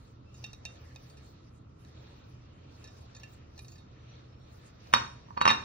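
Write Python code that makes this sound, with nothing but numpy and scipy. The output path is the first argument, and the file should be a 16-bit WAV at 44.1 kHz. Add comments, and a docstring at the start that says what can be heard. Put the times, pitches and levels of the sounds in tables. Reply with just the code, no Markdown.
"""A china plate, held over a dish close to the microphone: nails tick on its glaze as a hand gathers sliced peppers.
Each touch rings the plate's modes under the damping grip. Then the plate is set down on other china: a knock
and a rocking rattle ring the plate, a dull support and a low boom. Skin and food rustle as shaped noise with
faint gliding swishes. Behind the near china lie a short diffuse kitchen tail and a quiet rumble."""
import sys
import numpy as np
from scipy import signal
from scipy.fft import rfft, irfft
from scipy.io import wavfile
from scipy.ndimage import uniform_filter1d

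SR = 44100
rng = np.random.default_rng(int(sys.argv[2]) if len(sys.argv) > 2 else 0)


def bounce(signal):
    """Save signal as a 16-bit WAV file at the path given by the first command-line argument."""
    frames = np.transpose(np.atleast_2d(signal))
    limited = np.clip(frames, -1, 1)
    pcm = np.round(limited * 32767).astype(np.int16)
    wavfile.write(sys.argv[1], SR, pcm)


N = 248724   # length in samples
HZ = np.maximum(np.fft.rfftfreq(N, 1 / SR), 1)   # FFT bin frequencies, kept above zero for the logarithms

# the plate's modes: f/Hz, level/dB when tapped on the face, level/dB when struck on the foot
PLATE_MODES = [(1752, -13.5, -15), (1844, -16.5, -10), (1870, -51, -13.5), (2034, -52.5, -7.5),
               (2437, -12, -2), (2510, -10.5, -14.5), (2723, -9, -3), (3170, -37.5, -42),
               (3080, -44, -12.5), (3695, -11.5, -16), (3740, -10.5, 0.5), (3830, -12, -3.5),
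               (4284, -9.5, -14.5), (4390, -13, -4), (4700, -11, -14.5), (5450, -12.5, -8), (5590, -5, -7),
               (5750, -5, -3), (6210, -26, -16), (6715, -7, -5.5), (7090, -13, -34), (7500, -16.5, -21),
               (8230, -8, -4), (10380, -18, -27), (10700, -35, -19), (11040, -42, -18), (12030, -47, -18),
               (12720, -54, -22), (12970, -23, -28), (14900, -34, -33), (15330, -45, -39),
               (15690, -44, -21.5)]


def ticks():
    """Nails and slices ring the plate, damped by the holding hand; each touch adds a short snap and a dull pat."""
    # touches on the held plate: t/s, level/dB, two f/Hz the touched spot rings best at,
    # t60/s at 3 kHz under the grip, snap level/dB relative to the touch
    touches = [(.3426, -59.5, 3780, 6750, 0.1, -18), (.441, -39, 2660, 3630, 0.053, 5),
               (0.464, -47, 2734, 5735, 0.017, -25), (0.532, -45, 3740, 3830, 0.04, 10),
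               (0.546, -56, 3740, 5735, 0.032, -7), (0.6529, -38.5, 2650, 3695, 0.061, 14.5),
               (0.7554, -62, 3700, 1750, 0.11, -21), (0.952, -66, 5735, 3870, 0.022, 17),
               (0.9601, -43, 2510, 3695, 0.022, 2), (1.098, -59, 4700, 8280, 0.1, -10),
               (1.17, -56.5, 1860, 1860, 0.14, -30), (1.62, -84, 6715, 8230, 0.023, 7),
               (1.849, -52, 1749, 4000, 0.014, -15), (2.842, -51, 3840, 1600, 0.11, 11),
               (2.874, -53.5, 5470, 3780, 0.072, -10), (3.149, -50, 4390, 3695, 0.069, -2),
               (3.165, -51.5, 1752, 6715, 0.054, -5), (3.198, -55, 5735, 4340, 0.039, -7),
               (3.233, -44.5, 2735, 1752, 0.06, -6), (3.578, -52, 5745, 1752, 0.047, 10),
               (3.591, -43, 2450, 3830, 0.033, -18), (3.646, -53.5, 3820, 4500, 0.046, -10),
               (3.683, -55, 6720, 4360, 0.064, 17), (3.719, -59, 6720, 4730, 0.12, -4),
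               (3.756, -56.5, 1730, 4600, 0.069, -10), (3.78, -59, 3740, 4510, 0.12, -13),
               (4.871, -55, 1749, 4200, 0.016, -7)]
    face = np.array(PLATE_MODES)[:, [0, 1]]
    plate = np.zeros(N)
    for s, db, one_hz, other_hz, t60, _ in touches:
        add(plate, s, strike(face, db, [one_hz, other_hz], focus_db=3, hard_db=0, t60=t60))
    s, db, *_, snap_db = np.transpose(touches)
    snap = ring(clicks(s, db + snap_db), hz=5900, t60=0.0029)
    pat = ring(clicks(s, db + 1.5), hz=836, t60=0.0095)
    return plate + snap + pat


def knocks():
    """The plate rings while its support answers with a short knock; a harder contact makes both brighter."""
    # plate on china: t/s, knock level/dB, hardness/(dB per octave), plate ring level/dB,
    # two f/Hz the ring is strongest at
    contacts = [(4.9286, -27, 4, -48.5, 3740, 2730), (4.937, -3, 6, -28, 3740, 5450),
                (4.946, -47, -5, -26.5, 3750, 4400), (4.962, -13, -25, -51, 3670, 1730),
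                (5.285, -41, -16.5, -84.5, 2750, 1750), (5.306, -32, -15, -98, 2760, 1730),
                (5.366, -34, -17, -73, 1750, 4360), (5.371, -25.5, -12, -57.5, 4390, 1730),
                (5.3751, -15.5, -11, -44, 4390, 5470), (5.382, -26, -16, -64, 4390, 1750),
                (5.407, -30, -3, -49, 4390, 2730), (5.413, -7.5, 0, -37, 3830, 4390),
                (5.419, -18, -1.5, -33.5, 2730, 3830), (5.454, -6, 1.5, -33, 2730, 3830),
                (5.464, -4.5, -6, -35, 2730, 5470), (5.477, -3, -7, -20.5, 2820, 5500),
                (5.484, -14.5, 3, -34, 2730, 1752), (5.493, -18, -15.5, -22.5, 3740, 5570),
                (5.503, -8, -9, -22.5, 3740, 1752), (5.511, -11.5, 1.5, -36, 2730, 3830),
                (5.518, -25, -9, -44.5, 2730, 5450)]
    # the support under the plate, short and dull: f/Hz, level/dB, t60/s
    support_modes = [(948, -9.5, 0.053), (1021, -5.5, 0.015), (1046, -0.5, 0.017), (1197, -5, 0.016),
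                     (1460, -6, 0.0098), (1880, -15.5, 0.023), (2300, -6.5, 0.0029), (3010, -8, 0.0017)]
    # low boom of the counter: f/Hz, level/dB, t60/s
    boom_modes = [(118.8, -39, 0.42), (251, -31.5, 0.11), (362, -27.5, 0.027), (542, -19, 0.026)]
    foot = np.array(PLATE_MODES)[:, [0, 2]]
    plate = np.zeros(N)
    for s, _, hard_db, db, *hz in contacts:
        add(plate, s, strike(foot, db, hz, focus_db=3, hard_db=hard_db, t60=0.042))
    s, knock_db, hard_db = np.transpose(contacts)[:3]
    knock = np.zeros(N)
    for k, (hz, db, t60) in enumerate(support_modes):
        level_db = knock_db + db + hard_db * np.log2(hz / 1000)
        knock += (-1) ** k * ring(clicks(s, level_db), hz, t60)
    knock = signal.sosfilt(signal.butter(4, 740, "high", fs=SR, output="sos"), knock)   # too small to radiate bass
    boom = sum(ring(clicks(s, knock_db + db), hz, t60) for hz, db, t60 in boom_modes)
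    return plate + soft(knock, contact_hz=4500) + soft(boom, contact_hz=670)


def strike(modes, db, spots_hz, focus_db, hard_db, t60):
    """One touch drives every mode, less so the more octaves it lies from the spot's best pitches."""
    contact_s = 0.0003   # the ring builds up while the contact lasts
    favoured_db, favoured_longer = 6.5, 2.2   # the least held modes: louder, and t60 times this
    hz, mode_db = modes.T[..., None]
    octaves = abs(np.log2(hz / spots_hz))
    away = np.minimum(octaves.min(axis=1, keepdims=True), .7)
    favoured = (octaves == octaves.min(axis=0)).any(axis=1, keepdims=True)   # nearest to each best pitch
    level_db = db + mode_db - focus_db * away + favoured_db * favoured
    level_db = level_db + hard_db * np.log2(hz / 3000)
    level_db = level_db + 2 * rng.standard_normal(hz.shape)   # no two touches alike
    t = np.arange(SR // 5) / SR
    mode_t60 = t60 * favoured_longer ** favoured / (hz / 3000) ** 0.29   # high modes die sooner
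    rings = amp(level_db) * amp(-60 * t / mode_t60) * np.sin(2 * np.pi * hz * t)
    mixed = rings[::2].sum(axis=0) - rings[1::2].sum(axis=0)   # signs alternate
    fade_out = 40 * (t[-1] - t)   # over the last 25 ms
    return mixed * np.minimum(1, np.minimum(t / contact_s, fade_out))


def ring(clicks, hz, t60):
    """A two-pole resonator: a unit click sets a dying sine of starting height 1 ringing."""
    r, w = amp(-60 / (t60 * SR)), 2 * np.pi * hz / SR
    return signal.lfilter([0, np.sin(w)], [1, -2 * r * np.cos(w), r * r], clicks + 1e-18)


def clicks(times, db):
    """One sample for each touch."""
    out = np.zeros(N)
    np.add.at(out, np.round(np.asarray(times) * SR).astype(int), amp(db))
    return out


def soft(x, contact_hz):
    """A contact that lasts a while loses its treble."""
    return signal.sosfilt(signal.butter(2, contact_hz, fs=SR, output="sos"), x)


def add(out, s, sound):
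    """Mixes a short sound into out from time s."""
    part = out[round(s * SR):][:len(sound)]
    part += sound[:len(part)]


def rustle():
    """Friction noise; its treble sheen comes and goes, and the plate sings along faintly."""
    # hand and sleeve moving: t/s, level/dB of the rustle
    moving = [(0.0, -63.5), (0.22, -69), (0.47, -59), (0.6, -63.5), (0.68, -56.5), (0.9, -60.5), (1.3, -62),
              (1.5, -66.5), (1.69, -72.5), (1.93, -59.5), (2.2, -59), (2.38, -63.5), (2.65, -62),
              (2.85, -58), (3.05, -60.5), (3.22, -59), (3.5, -63.5), (3.9, -64), (4.14, -58.5), (4.37, -65),
              (4.58, -59), (4.78, -61.5), (4.9, -56.5), (5.35, -62.5), (5.64, -54)]
    # colour of the rustle: f/Hz, level/dB per Hz (relative)
    body_colour = [(500, 4.5), (1200, -4.5), (2500, -9), (4000, -9.5), (6000, -17), (7200, -20.5),
                   (9000, -60)]
    # colour of the sheen: f/Hz, level/dB per Hz (relative)
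    sheen_colour = [(5000, 1.5), (7500, -1), (9000, -3.5), (11000, -6.5), (13000, -16), (15500, -2)]
    # stretches of brighter treble hiss: from t/s, to t/s, level/dB
    bright_stretches = [(0.0, 0.108, -74), (0.38, 0.546, -67), (0.662, 0.752, -73.5), (0.856, 1.302, -69.5),
                        (1.486, 1.58, -75), (1.827, 1.885, -70.5), (1.998, 2.173, -73.5),
                        (2.294, 2.344, -73), (2.745, 3.023, -69.5), (3.14, 3.33, -70.5),
                        (3.58, 3.737, -64.5), (4.524, 4.68, -68), (4.84, 4.916, -71), (5.303, 5.64, -76.5)]
    rest_db, fade_db_per_s = -89, 200   # hiss between the stretches; how fast the hiss swells and fades
    t = np.arange(N) / SR
    sings = sum(amp(db) / np.sqrt(1 + (2 * (HZ - hz) / 40) ** 2) for hz, db, _ in PLATE_MODES)   # 40 Hz wide
    body = steady(amp(at_hz(body_colour, HZ)) * (1 + 1.73 * sings))
    sheen = steady(amp(at_hz(sheen_colour, HZ)) * (HZ > 4000))
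    sheen_db = np.full(N, float(rest_db))
    for start, end, db in bright_stretches:
        outside_s = np.maximum(0, np.maximum(start - t, t - end))
        sheen_db = np.maximum(sheen_db, db - fade_db_per_s * outside_s)
    body_gain = amp(np.interp(t, *np.transpose(moving)))
    return body_gain * patchy(body, patchy_db=2.2) + amp(sheen_db) * patchy(sheen, patchy_db=5.5)


def patchy(x, patchy_db):
    """Every half octave from 400 Hz up swells and sinks on its own, smoothed over some 57 ms."""
    edges, spectrum, out = 400 * 2 ** np.arange(0, 6, .5), rfft(x), 0
    for low, high in zip(edges, edges[1:]):
        slow = uniform_filter1d(rng.standard_normal(N // 100 + 2), size=25)   # one value per 100 samples
        swell = np.interp(np.arange(N) / 100, np.arange(len(slow)), slow / slow.std())
        band = spectrum * ((HZ >= low) & (HZ < high))
        if abs(band).max() > 1e-6:   # empty bands are skipped
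            out = out + amp(patchy_db * swell) * irfft(band, N)
    return out


def swishes():
    """Narrow noise: a gliding tone scrambled by slow noise of its own in each channel."""
    # faint swishes that glide in pitch: from t/s, to t/s, from f/Hz, to f/Hz, level/dB
    glides = [(0.203, 0.384, 4700, 5900, -79), (0.227, 0.417, 2550, 2900, -68),
              (1.148, 1.401, 4070, 4470, -71), (2.249, 2.958, 2120, 4220, -77),
              (3.896, 4.265, 5960, 5840, -72), (4.247, 4.554, 5000, 6000, -74.5),
              (5.152, 5.382, 4800, 6470, -74)]
    out = np.zeros((2, N))
    for start, end, from_hz, to_hz, db in glides:
        at = np.arange(int(start * SR), int(end * SR))
        phase = 2 * np.pi * np.cumsum(np.linspace(from_hz, to_hz, len(at))) / SR
        slow = uniform_filter1d(rng.standard_normal((2, SR)), size=600)[:, :len(at)]
        swell = np.hanning(len(at)) ** .5
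        out[:, at] += amp(db) * swell * slow / slow.std() * np.sin(phase)
    return out


def kitchen(x, onset_s):
    """Diffuse tail: octave bands of noise, each dying at its own rate."""
    # decay of the kitchen: f/Hz, t60/s
    room_t60 = [(200, 0.66), (500, 0.39), (1000, 0.41), (2500, 0.33), (6000, 0.45), (12000, 0.14)]
    t, tail = np.arange(SR // 2) / SR, np.zeros((2, N))
    for low in 125 * 2 ** np.arange(7):
        band = signal.butter(2, [low, 2 * low], "band", fs=SR, output="sos")
        fade = amp(-60 * t / at_hz(room_t60, np.sqrt(2) * low)) * (1 - np.exp(-t / onset_s))
        tail[:, :len(t)] += signal.sosfilt(band, rng.standard_normal((2, len(t)))) * fade
    margin = SR // 10   # room ahead of the tail for the filter in diffuse()
    tail = diffuse(np.ones(len(HZ)), np.roll(tail, margin, axis=1))
    return signal.fftconvolve(x[None], tail[:, :SR])[:, margin:N + margin]


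def rumble():
    """House and appliance noise, lifted at the standing waves."""
    # colour of the rumble: f/Hz, level/dB per Hz (relative)
    rumble_colour = [(15, -76), (25, -16), (82, -6), (124, -12), (229, -14), (332, -14), (375, -20.5),
                     (404, -19.5), (889, -28.5), (1320, -24), (1690, -46.5), (1950, -39), (9000, -84),
                     (11700, -113), (19800, -120)]
    # standing waves: f/Hz, width/Hz, lift level/dB
    standing_waves = [(78.2, 5.6, 2), (122.9, 8, 13.5)]
    lift = sum(amp(db) / np.sqrt(1 + (2 * (HZ - hz) / width) ** 2) for hz, width, db in standing_waves)
    return amp(-52) * steady(amp(at_hz(rumble_colour, HZ)) * (1 + lift))


def steady(gain):
    """Diffuse noise of rms 1, coloured by gain per FFT bin."""
    x = diffuse(gain, rng.standard_normal((2, N)))
    return x / x.std()


def diffuse(gain, white):
    """Stereo from two noises, coloured by gain per FFT bin, with a width that depends on frequency."""
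    # stereo width of the noise and tail, lows nearly the same, high treble opposite left and right:
    # f/Hz, correlation (1 = same, -1 = opposite; clipped to that range)
    stereo_width = [(60, 0.97), (92, 1), (140, 0.94), (210, 0.85), (330, 0.6), (500, -0.055), (770, -0.65),
                    (1170, -0.16), (1790, 0.28), (2740, 0.057), (4190, -0.11), (6410, -0.44),
                    (9810, -1.323), (15000, -0.33)]
    alike = np.clip(at_hz(stereo_width, HZ), -1, 1)
    mid, side = rfft(white) * gain
    return irfft(np.sqrt(1 + alike) * mid + np.sqrt(1 - alike) * side * [[1], [-1]], N)


def ports(x, tilt):
    """Two microphone ports hear a near source with their own level and phase."""
    # phase between the ports: f/Hz, lead of the left port/rad
    lead = [(0, 0), (240, -.6), (530, -2.3), (900, -2.6), (1400, -2.4), (1900, -.4), (2450, 1.1),
            (5600, 1.5), (8000, 2.9), (11000, 3.15), (13000, 3.8), (15400, 6)]
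    half = amp(at_hz(tilt, HZ) / 2) * np.exp(.5j * np.interp(HZ, *np.transpose(lead)))   # half to each port
    return irfft(rfft(x) * np.array([half, 1 / half]), N)


def amp(db):
    """Decibels to gain."""
    return 10 ** (np.asarray(db) / 20)


def at_hz(points, hz):
    """A spectrum table read on a log-frequency axis."""
    table = np.array(points)
    return np.interp(np.log(hz), np.log(table[:, 0]), table[:, 1])


def scene():
    """China near the microphone, in the kitchen's tail and noise."""
    # plate in the hand: f/Hz, left minus right level/dB
    held_tilt = [(300, 0), (900, -7), (1750, -4), (2600, -5.5), (3750, -2.5), (4500, -4), (5500, 1),
                 (14000, 1)]
    # plate being set down: f/Hz, left minus right level/dB
    set_down_tilt = [(240, 0), (530, 2), (900, -5), (1100, -9), (1400, -4), (2100, 6), (2700, 2),
                     (3750, -1), (5500, 0), (8000, 0), (14000, 0)]
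    held, set_down = ticks(), knocks()
    near = ports(held, held_tilt) + ports(set_down, set_down_tilt)
    tail = amp(-39.5) * kitchen(amp(-6.5) * held + set_down, onset_s=0.00067)
    return near + tail + rustle() + swishes() + rumble()


def record(dry):
    """The right port is a little more sensitive; subsonics and the top above some 16 kHz are cut."""
    dry = signal.sosfilt(signal.butter(2, 28, "high", fs=SR, output="sos"), dry * amp([[-.4], [.4]]))
    return signal.sosfilt(signal.cheby2(12, 60, 16500, fs=SR, output="sos"), dry)


dry = scene()
out = record(dry)
bounce(out)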